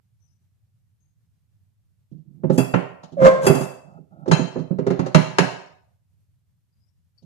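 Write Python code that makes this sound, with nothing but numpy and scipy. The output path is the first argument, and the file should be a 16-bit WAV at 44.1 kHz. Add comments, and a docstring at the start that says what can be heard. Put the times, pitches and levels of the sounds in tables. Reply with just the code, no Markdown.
"""A glass bowl is set down and nudged about on a glass-topped gas stove in a small kitchen.
Each impact excites the modes of bowl and top and the cavity resonance of the hollow stove, which booms.
A steel saucepan groans by stick-slip friction as it drags on the grate, then clinks free.
The boom falls mostly on the right microphone and overloads it; a noise suppressor keeps pauses quiet."""
import sys
import numpy as np
from scipy import signal
from scipy.fft import rfft, irfft
from scipy.io import wavfile
from scipy.ndimage import uniform_filter1d

SR = 44100
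rng = np.random.default_rng(int(sys.argv[2]) if len(sys.argv) > 2 else 0)


def int16_out(signal):
    """Quantize to a 16-bit WAV file."""
    q = np.round(np.clip(np.atleast_2d(signal).T, -1, 1) * 32767)
    wavfile.write(sys.argv[1], SR, q.astype(np.int16))


N = 319725


def amp(db):
    """Amplitude ratio of a level in decibels."""
    return 10 ** (np.asarray(db) / 20)


def read(points, hz):
    """Interpolation on a logarithmic frequency axis."""
    f, value = np.transpose(points)
    return np.interp(np.log(hz + 1), np.log(f + 1), value)


def unit_rms(x):
    """Normalisation to unit mean power."""
    return x / np.sqrt(np.mean(x ** 2) + 1e-20)


def unit_onset(x):
    """Normalisation of a transient to unit mean power over its first 40 ms."""
    return x / np.sqrt(np.mean(x[..., :1764] ** 2) + 1e-20)


def add(mix, start, sound):
    """Superposition of a sound on the mix, from a start in seconds."""
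    part = mix[:, round(start * SR):][:, :sound.shape[-1]]
    part += sound[..., :part.shape[1]]


def sides(db):
    """Left and right gains for an interchannel level difference."""
    return amp(np.array([db, -db]) / 2)[:, None]


def noise(spectrum, size, correlation=1.0):
    """Spectrally shaped Gaussian noise in two correlated channels."""
    left, independent = rng.standard_normal((2, size))
    right = correlation * left + np.sqrt(1 - correlation ** 2) * independent
    gain = amp(read(spectrum, np.fft.rfftfreq(size, 1 / SR)))
    return unit_rms(irfft(rfft([left, right]) * gain, size))


def wander(hz):
    """Random modulation: noise band-limited to the given rate."""
    return unit_rms(irfft(rfft(rng.standard_normal(N)) * (np.fft.rfftfreq(N, 1 / SR) < hz), N))


def burst(t, rise, t60):
    """Transient envelope: a quick rise and an exponential decay."""
    return (1 - np.exp(-t / rise)) * amp(-60 * t / t60)


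def stroke(start, length, swell_db, attack_s=0.025, release_s=0.012):
    """Envelope of a push: it fades in, swells towards its end and stops."""
    t = np.arange(N) / SR - start
    gate = np.clip(t / attack_s, 0, 1) * np.clip((length - t) / release_s + 1, 0, 1)
    return gate * amp(swell_db * (np.clip(t / length, 0, 1) - 1))


# Background spectrum: f/Hz, level/dB
HUSH_SPECTRUM = [(20, -29), (40, -16), (65, -8), (100, 6), (160, -6), (240, -19.5), (350, -23.5),
                 (1000, -28), (4000, -31.5), (14000, -32.5)]
def hush():
    """Noise floor: a faint, low hush whose level flickers."""
    return amp(-63.5) * noise(HUSH_SPECTRUM, N, correlation=0.13) * sides(-1) * amp(wander(hz=11))


# Faint high tinkles: t/s, T60/s, f/Hz, level/dB
TINKLE_EVENTS = [(0.2, 0.74, 5950, -72), (.27, 0.31, 5270, -74), (0.999, 0.58, 6440, -75),
                 (6.72, 0.41, 4880, -81), (6.8, 0.5, 5040, -76), (6.86, 0.41, 5560, -80),
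                 (7.176, 0.11, 4580, -57.5), (7.178, 0.14, 5220, -63)]
def tinkles(width=0.015):
    """Narrow-band noise with an exponential decay is heard as a fuzzy tinkle."""
    out, t = np.zeros((2, N)), np.arange(2 ** 14) / SR
    for start, t60, hz, db in TINKLE_EVENTS:
        band = [(hz * (1 + k * width), skirt_db)
                for k, skirt_db in [(-8, -45), (-1, -10), (0, 0), (1, -10), (8, -45)]]
        add(out, start, amp(db) * noise(band, len(t)) * burst(t, 0.0076, t60))
    return out * sides(14)


def suppress(x, threshold_db=-58, depth_db=-9):
    """Spectral gating: whatever is faint in its band is attenuated, which shortens the tails."""
    spectra = signal.stft(x, nperseg=1024, noverlap=768)[2]
    power = uniform_filter1d(abs(spectra) ** 2, size=3, axis=1)
    power = uniform_filter1d(power, size=3, axis=2) * 1024 / 1.5
    opening = power / (power + amp(threshold_db) ** 2)
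    return signal.istft(spectra * amp(depth_db * (1 - opening)), nperseg=1024, noverlap=768)[1][:, :N]


# Reverberation time: f/Hz, T60/s
REVERB_TIMES = [(120, 0.64), (300, 0.5), (600, 0.664), (1200, 0.6023), (3000, 0.5733), (7000, 0.64),
                (13000, 0.46)]
# Reverberant gain: f/Hz, level/dB
REVERB_LEVELS = [(120, -13), (300, -4), (600, -1.5), (1200, -6.5), (3000, -2), (7000, -7.5), (13000, -2)]
def kitchen(x):
    """Reverberation: dense reflections from tiled walls, each band decaying at its own rate."""
    reflections = rng.standard_normal((2, SR)) * (np.arange(SR) > 0.006 * SR)
    hz, t, spectra = signal.stft(reflections, SR, nperseg=512)
    t60 = read(REVERB_TIMES, hz)[:, None]
    unit_energy = np.sqrt(2 * np.log(1000) / (t60 * SR))
    spectra *= amp(read(REVERB_LEVELS, hz)[:, None] - 60 * t / t60) * unit_energy
    return signal.fftconvolve(x, signal.istft(spectra, SR, nperseg=512)[1], axes=1)[:, :N]


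# Stereo balance: f/Hz, left minus right level/dB
BALANCE = [(30, -23), (90, -13.5), (150, -31.5), (270, -11.5), (500, -5.5), (1000, -1.5), (2000, 1.5),
           (4000, 6), (8000, 8), (12000, -6.5)]
def microphones(x, lag_s=0.0003):
    """Level and time differences: the right side takes most of the bass and hears everything later."""
    hz = np.fft.rfftfreq(N, 1 / SR)
    ratio = amp(read(BALANCE, hz))
    delay = np.exp(-2j * np.pi * hz * lag_s)
    return irfft(rfft(x) * np.array([ratio, delay]) * 2 / (1 + ratio), N)


# Spectra of the shaken stove and of glass rubbing on glass: f/Hz, level/dB
RUMBLE_SPECTRUM = [(30, -38), (90, -26.5), (155, 4.5), (220, -8.5), (330, -15), (600, -40), (1200, -51),
                   (4000, -75.5), (14000, -95.5)]
RUB_SPECTRUM = [(300, -43.5), (550, 9), (820, 8.5), (1050, -16.5), (1330, 4), (1800, -32), (5000, -28),
                (10000, -57)]
# Slides of the bowl: t/s, duration/s, relative rumble level/dB, relative rubbing level/dB
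BOWL_SLIDES = [(2.253, 0.18, -38.5, -75), (3.834, 0.15, -41, -52), (4.101, 0.15, -36, -52)]
def slides():
    """Sliding friction: the bowl rubs faintly on the glass top and the stove rumbles under it."""
    out = np.zeros((2, N))
    for start, length, rumble_db, rub_db in BOWL_SLIDES:
        rumble = amp(rumble_db - 8) * noise(RUMBLE_SPECTRUM, N)
        rub = amp(rub_db - 1.5) * noise(RUB_SPECTRUM, N)
        out += stroke(start, length, swell_db=5.5) * (rumble + rub)
    return out


# Spectra of steel in light contact and scraping: f/Hz, level/dB
STEEL_SPECTRUM = [(1500, -41), (2800, -5), (4600, -2.5), (6600, 4), (8400, 3.5), (10500, -2), (13000, -6),
                  (15000, -24.5)]
SCRAPE_SPECTRUM = [(250, -10), (450, 16), (610, 11.5), (760, 7), (1100, 14), (1900, 0.5), (3000, -7.5),
                   (4800, -12), (6600, -10.5), (8500, -19), (12000, -36.5), (15000, -44.5)]
# Skids of the pan: t/s, duration/s, swell/dB, hiss level/dB, grit level/dB
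PAN_SKIDS = [(2.511, 0.05, 5, -48.5, -64), (3.407, 0.05, 13, -38.5, -29.5), (3.53, 0.12, 2.5, -45.5, -53.5)]
def skids():
    """Kinetic friction: steel slips over the grate without catching, an uneven hiss over coarse grit."""
    hiss = noise(STEEL_SPECTRUM, N) * amp(1.9 * wander(hz=200))
    grit = noise(SCRAPE_SPECTRUM, N) * amp(2 * wander(hz=118))
    rumble = amp(0.5) * noise(RUMBLE_SPECTRUM, N)
    return sum(stroke(start, length, swell_db) * (amp(hiss_db) * hiss + amp(grit_db) * (grit + rumble))
               for start, length, swell_db, hiss_db, grit_db in PAN_SKIDS)


# Pull on the dragging pan: t/s, effort level/dB
DRAG_EFFORT = [(3.17, -29), (3.228, -12), (3.268, -5.5), (3.288, -8.5), (3.308, -21), (3.378, -26),
               (3.446, -27), (3.46, -20.5)]
def drag(pitch_hz=526, waver=0.01, sharp=0.086, settle_s=0.023):
    """Stick-slip: a groan through the stove starts slightly sharp and settles; the air carries a scrape."""
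    t = np.arange(N) / SR
    times, effort_db = np.transpose(DRAG_EFFORT)
    effort = uniform_filter1d(amp(np.interp(t, times, effort_db, left=-140, right=-140)), size=200)
    elapsed = np.maximum(t - times[0], 0)
    hz = pitch_hz * (1 + sharp * np.exp(-elapsed / settle_s) + waver * wander(hz=60))
    phase = 2 * np.pi * np.cumsum(hz) / SR
    overtones = sum(amp(db + 2.5 * wander(hz=50)) * np.sin(k * phase + rng.uniform(0, 2 * np.pi, (2, 1)))
                    for k, db in enumerate([-0.5, -5.5, -14.5, -27.5], 2))
    slip_pulses = 1 + 0.5 * np.cos(phase)
    grit = noise(SCRAPE_SPECTRUM, N, correlation=0.51) * slip_pulses * amp(2 * wander(hz=115))
    grate_band = [(200, -66), (470, -39), (560, -5.5), (620, 5.5), (680, 0), (820, -39), (3000, -62.5)]
    judder = amp(-12) * noise(grate_band, N, correlation=0.83)
    groan = amp(3.5) * effort * (np.sin(phase) + judder)
    rumble = amp(-12) * effort ** 0.99 * noise(RUMBLE_SPECTRUM, N)
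    scrape = amp(-4) * effort ** 1.9 * (amp(1.5) * overtones + amp(-3) * grit)  # needs a hard pull
    return groan + rumble, scrape


def ringing(modes, t, spread_db, split, phase_spread):
    """Modal superposition: damped sines in beating pairs, weighted anew for each blow and side."""
    out = np.zeros((2, len(t)))
    for k, (hz, db, t60) in enumerate(modes):
        strength = (-1) ** k * amp(db + spread_db * rng.standard_normal((2, 2)))
        weight = strength * np.exp(1j * phase_spread * rng.standard_normal((2, 2)))
        pair = np.exp(2j * np.pi * hz * (1 + split * rng.standard_normal((2, 1))) * t)
        out += ((weight * [1, 0.5]) @ pair).imag * amp(-60 * t / t60)
    return unit_onset(out)


def pings(strikes, modes, split, roughness, grip_t60):
    """Free vibration after a rim strike: the hand damps it, and the ring shivers as it shifts."""
    out, t = np.zeros((2, N)), np.arange(2 ** 15) / SR
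    for start, db in strikes:
        shiver = (1 + roughness * wander(hz=75.6)[:len(t)]) / np.hypot(1, roughness)
        ring = ringing(modes, t, spread_db=1.5, split=split, phase_spread=0.25)
        add(out, start, amp(db) * ring * shiver * burst(t, 0.0021, grip_t60))
    return out


def clusters(modes, t, width, t60, contrast=0.6, count=4):
    """Mode splitting: each mode of a vessel resting on the stove becomes a short-lived cluster."""
    close = [(hz * (1 + width * offset), contrast * db, t60)
             for hz, db, _ in modes for offset in rng.uniform(-1.3, 1, count)]
    return ringing(close, t, spread_db=3, split=0.0025, phase_spread=1.1)


# Spectrum of a blow on the glass top: f/Hz, level/dB
CLACK_SPECTRUM = [(350, -29), (600, 2), (790, 0.5), (1000, 1), (1330, -0.5), (1700, -3), (2100, -6.5),
                  (2900, -11.5), (4000, -31.5), (7000, -54), (13000, -71)]
def glass_top(t, band_hz=(857, 3480), t60=0.17, count=22):
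    """Plate vibration: a crowd of weak, close modes of uniform modal density."""
    frequencies = np.interp(np.arange(count) + rng.random(count), [0, count], band_hz)
    modes = [(hz, read(CLACK_SPECTRUM, hz), t60) for hz in frequencies]
    return ringing(modes, t, spread_db=3.5, split=0.002, phase_spread=2.6)


def dulled(spectrum, db_per_octave):
    """Spectral tilt: the level falls with each octave above the lowest point."""
    return [(hz, db - db_per_octave * np.log2(hz / spectrum[0][0])) for hz, db in spectrum]


def clinks(hits, modes, tick_spectrum, *, clack_gain_db, tick_gain_db, rise_s, clack_t60, tick_t60,
           split, ring_db, balance_db, wall_db, wall_t60, wall_width, plate_db):
    """Impact excitation: the contact chatters, vessel and top ring; a soft blow is slower and duller."""
    out, t = np.zeros((2, N)), np.arange(2 ** 15) / SR
    wall = amp(wall_db) * clusters(modes, t, wall_width, wall_t60)
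    plate = glass_top(t)
    treble_rms = np.sqrt(1 + amp(ring_db) ** 2 + amp(wall_db) ** 2)  # a ringing vessel ticks less
    for start, *_, clack_db, tick_db in hits:
        softness = 0.36 * max(-18 - clack_db, 0)
        onset = rise_s * (1 + softness)
        swell = 1 - np.exp(-t / onset)
        chatter = noise(dulled(CLACK_SPECTRUM, softness), len(t), correlation=0.26)
        clack = unit_onset(chatter * burst(t, onset, clack_t60))
        clack += amp(plate_db - softness) * plate * swell
        hiss = noise(dulled(tick_spectrum, 0.086 * softness), len(t), correlation=0.5)
        tick = unit_onset(hiss * burst(t, onset, tick_t60))
        ring = amp(ring_db) * ringing(modes, t, spread_db=2.5, split=split, phase_spread=0.9)
        treble = sides(balance_db) * (tick + (ring + wall) * swell) / treble_rms
        add(out, start, amp(clack_db + clack_gain_db) * clack + amp(tick_db + tick_gain_db) * treble)
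    return out


# Modes of the stove's panels: f/Hz, level/dB, T60/s
PANEL_MODES = [(128, -12.5, 0.4), (184, -5.5, 0.21), (260.6, -3.5, 0.23), (347, -2.5, 0.12), (397, -4, 0.2),
               (491, -1, 0.08), (529, 0.5, 0.1), (627.6, -6.5, 0.14), (834, -10, 0.079),
               (926, -16.5, 0.071), (1315, -18, 0.066)]
def stove(hits, cavity_hz, detune=0.052):
    """Cavity resonance: the hollow stove booms under a knock whose pitch depends on the spot struck."""
    out, t = np.zeros((2, N)), np.arange(2 ** 14) / SR
    for start, boom_db, knock_db, knock_hz, *_ in hits:
        boom_hz = cavity_hz * (1 + detune * rng.uniform(-1, 1))
        boom = unit_onset(np.sin(2 * np.pi * boom_hz * t) * burst(t, rise=0.017, t60=0.2))
        rumble = noise(RUMBLE_SPECTRUM, len(t), correlation=0.6)
        thud = unit_onset(rumble * burst(t, rise=0.011, t60=0.18))
        knock = unit_onset(np.sin(2 * np.pi * knock_hz * t) * burst(t, rise=0.012, t60=0.06))
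        ring = ringing(PANEL_MODES, t, spread_db=2, split=0.029, phase_spread=0.8)
        panels = unit_onset(ring * (1 - np.exp(-t / 0.0079)))
        add(out, start, amp(boom_db) * (amp(-8) * boom + amp(-8.5) * thud))
        add(out, start, amp(knock_db) * (amp(-7) * knock + amp(-3) * panels))
    return out


# Modes of the steel pan: f/Hz, level/dB, T60/s
PAN_MODES = [(2630, 10, 0.44), (2680, 4.5, 0.235), (3348, -6, 0.27), (4032, -20, 0.29), (4740, 1, 0.22),
             (4790, -3, .25), (5383, -3.5, 0.46), (6400, -12.5, .3), (6445, -0.5, 0.23), (6600, -11, 0.23),
             (7348, -3, 0.24), (7465, 3.5, 0.34), (8441, -12, 0.48), (8654, -4, 0.26), (9000, -7, 0.35),
             (10080, -4, 0.15), (11140, -2.5, .22), (10560, -4.5, 0.38), (11660, -8.5, .2),
             (12250, -4, .18), (13200, -14, .15)]
# Strikes on its rim: t/s, relative level/dB
PAN_RIM_STRIKES = [(2.5749, -41.5), (3.468, -32.5)]
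# Pan on bowl and grate, in relative levels: t/s, boom/dB, knock/dB, knock f/Hz, clack/dB, tick/dB
PAN_IMPACTS = [(2.577, -18.5, -15.5, 254, -31, -28), (3.214, -28.5, -21.5, 592, -33, -52.5),
               (3.464, -16, -14.5, 387, -24, -24), (3.495, -10, -14, 393, -32.5, -40),
               (3.547, -25, -27, 252, -34, -34), (3.605, -25, -24, 253, -37, -41.5)]
def saucepan():
    """Impact sound: the pan's knocks give a lower boom in the stove, and its steel clinks and rings."""
    boom = stove(PAN_IMPACTS, cavity_hz=138.2)
    clink = clinks(PAN_IMPACTS, PAN_MODES, STEEL_SPECTRUM, clack_gain_db=2.5, tick_gain_db=0.5,
                   rise_s=0.0014, clack_t60=0.16, tick_t60=0.067, split=0.004, ring_db=2, balance_db=-1,
                   wall_db=10, wall_t60=0.1, wall_width=0.02, plate_db=-6)
    ring = pings(PAN_RIM_STRIKES, PAN_MODES, split=0.004, roughness=0.55, grip_t60=0.9)
    return boom, clink + amp(-1) * ring


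# Modes of the glass bowl: f/Hz, level/dB, T60/s
BOWL_MODES = [(1045, -10, .3), (1140, -9, .35), (1286, -5, .2), (1480, -4, .2), (2035, 0, .16),
              (2250, -2, .14), (2570, 2, .26), (2690, 2, .26), (3117, 1, .32), (4020, 9, .19),
              (4090, 4, .2), (4290, -2, .3), (4730, -6, .15), (5335, -5, .25), (6062, -8, .33),
              (6654, 2, .22), (6858, -8, .3), (7165, -9, .26), (7945, -8, .18), (11030, -21, .22)]
# Spectrum of its contact tick: f/Hz, level/dB
GLASS_SPECTRUM = [(1500, -45.5), (2800, 1), (4000, 4), (6400, 2.5), (8200, -7.5), (10500, -9.5),
                  (13000, -24), (15000, -38)]
# Strike on its rim: t/s, relative level/dB
BOWL_RIM_STRIKES = [(4.316, -26)]
# Bowl on stove, in relative levels: t/s, boom/dB, knock/dB, knock f/Hz, clack/dB, tick/dB
BOWL_IMPACTS = [(2.113, -33.5, -68, 335, -74.5, -70), (2.173, -42.5, -82, 322, -78, -73),
                (2.435, -18.5, -22.5, 364, -43.5, -63.5), (2.497, -11.5, -15, 366.6, -38.5, -47.5),
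                (2.738, -11.5, -18.5, 486, -23, -42), (3.032, -44, -54, 258, -47, -49.5),
                (3.12, -30.5, -43.5, 260, -59.5, -58), (3.983, -41.5, -50, 397.4, -72, -87),
                (4.257, -46.5, -37.5, 517, -45.5, -60), (4.277, -21.5, -20, 368, -43, -46),
                (4.313, -10.5, -20, 391, -21, -27), (4.389, -14, -23.5, 255.1, -39, -49),
                (4.557, -31, -23.5, 365.7, -41, -67), (4.588, -25, -32.5, 254, -46, -54),
                (4.705, -18, -30, 370, -47.5, -69.5), (4.785, -22.5, -23, 410, -39, -53),
                (4.865, -24, -19, 399, -35, -44), (4.902, -22.5, -19.5, 378, -32.5, -43.5),
                (4.991, -15, -22.5, 290, -33, -43), (5.06, -37.5, -27.5, 373, -36, -43.5),
                (5.146, -9, -12.5, 622, -18.5, -22.5), (5.384, -13.5, -16.5, 398, -18.5, -22.5),
                (7.222, -45.5, -63, 250, -72, -64.5)]
def bowl():
    """Structure-borne and airborne sound: each blow of the bowl booms in the stove and rings the glass."""
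    boom = stove(BOWL_IMPACTS, cavity_hz=165.6)
    clink = clinks(BOWL_IMPACTS, BOWL_MODES, GLASS_SPECTRUM, clack_gain_db=0, tick_gain_db=-5.5,
                   rise_s=0.001, clack_t60=0.06, tick_t60=0.065, split=0.0002, ring_db=-18, balance_db=1,
                   wall_db=-3, wall_t60=0.15, wall_width=0.04, plate_db=-5)
    ring = pings(BOWL_RIM_STRIKES, BOWL_MODES, split=0.0015, roughness=0.5, grip_t60=2)
    return boom, clink + amp(-1.5) * ring * sides(4)


def scene():
    """Superposition of paths: sound borne by the stove excites the room less than airborne sound."""
    groan, scrape = drag()
    bowl_boom, glass = bowl()
    pan_boom, steel = saucepan()
    structure_borne = bowl_boom + pan_boom + slides() + groan
    airborne = glass + steel + scrape + skids()
    reverberation = kitchen(airborne + amp(-7) * structure_borne + amp(-20) * groan)
    return microphones(structure_borne + airborne + reverberation) + tinkles() + hush()


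def record(dry, cutoff_hz=14500):
    """Overload: after noise suppression the loudest knocks clip; a low-pass filter limits the band."""
    clipped = np.clip(suppress(dry), -1, 1)
    lowpass = signal.firwin(255, cutoff_hz, window=("kaiser", 8), fs=SR)
    return signal.oaconvolve(clipped, lowpass[None], "same")


dry = scene()
out = record(dry)
int16_out(out)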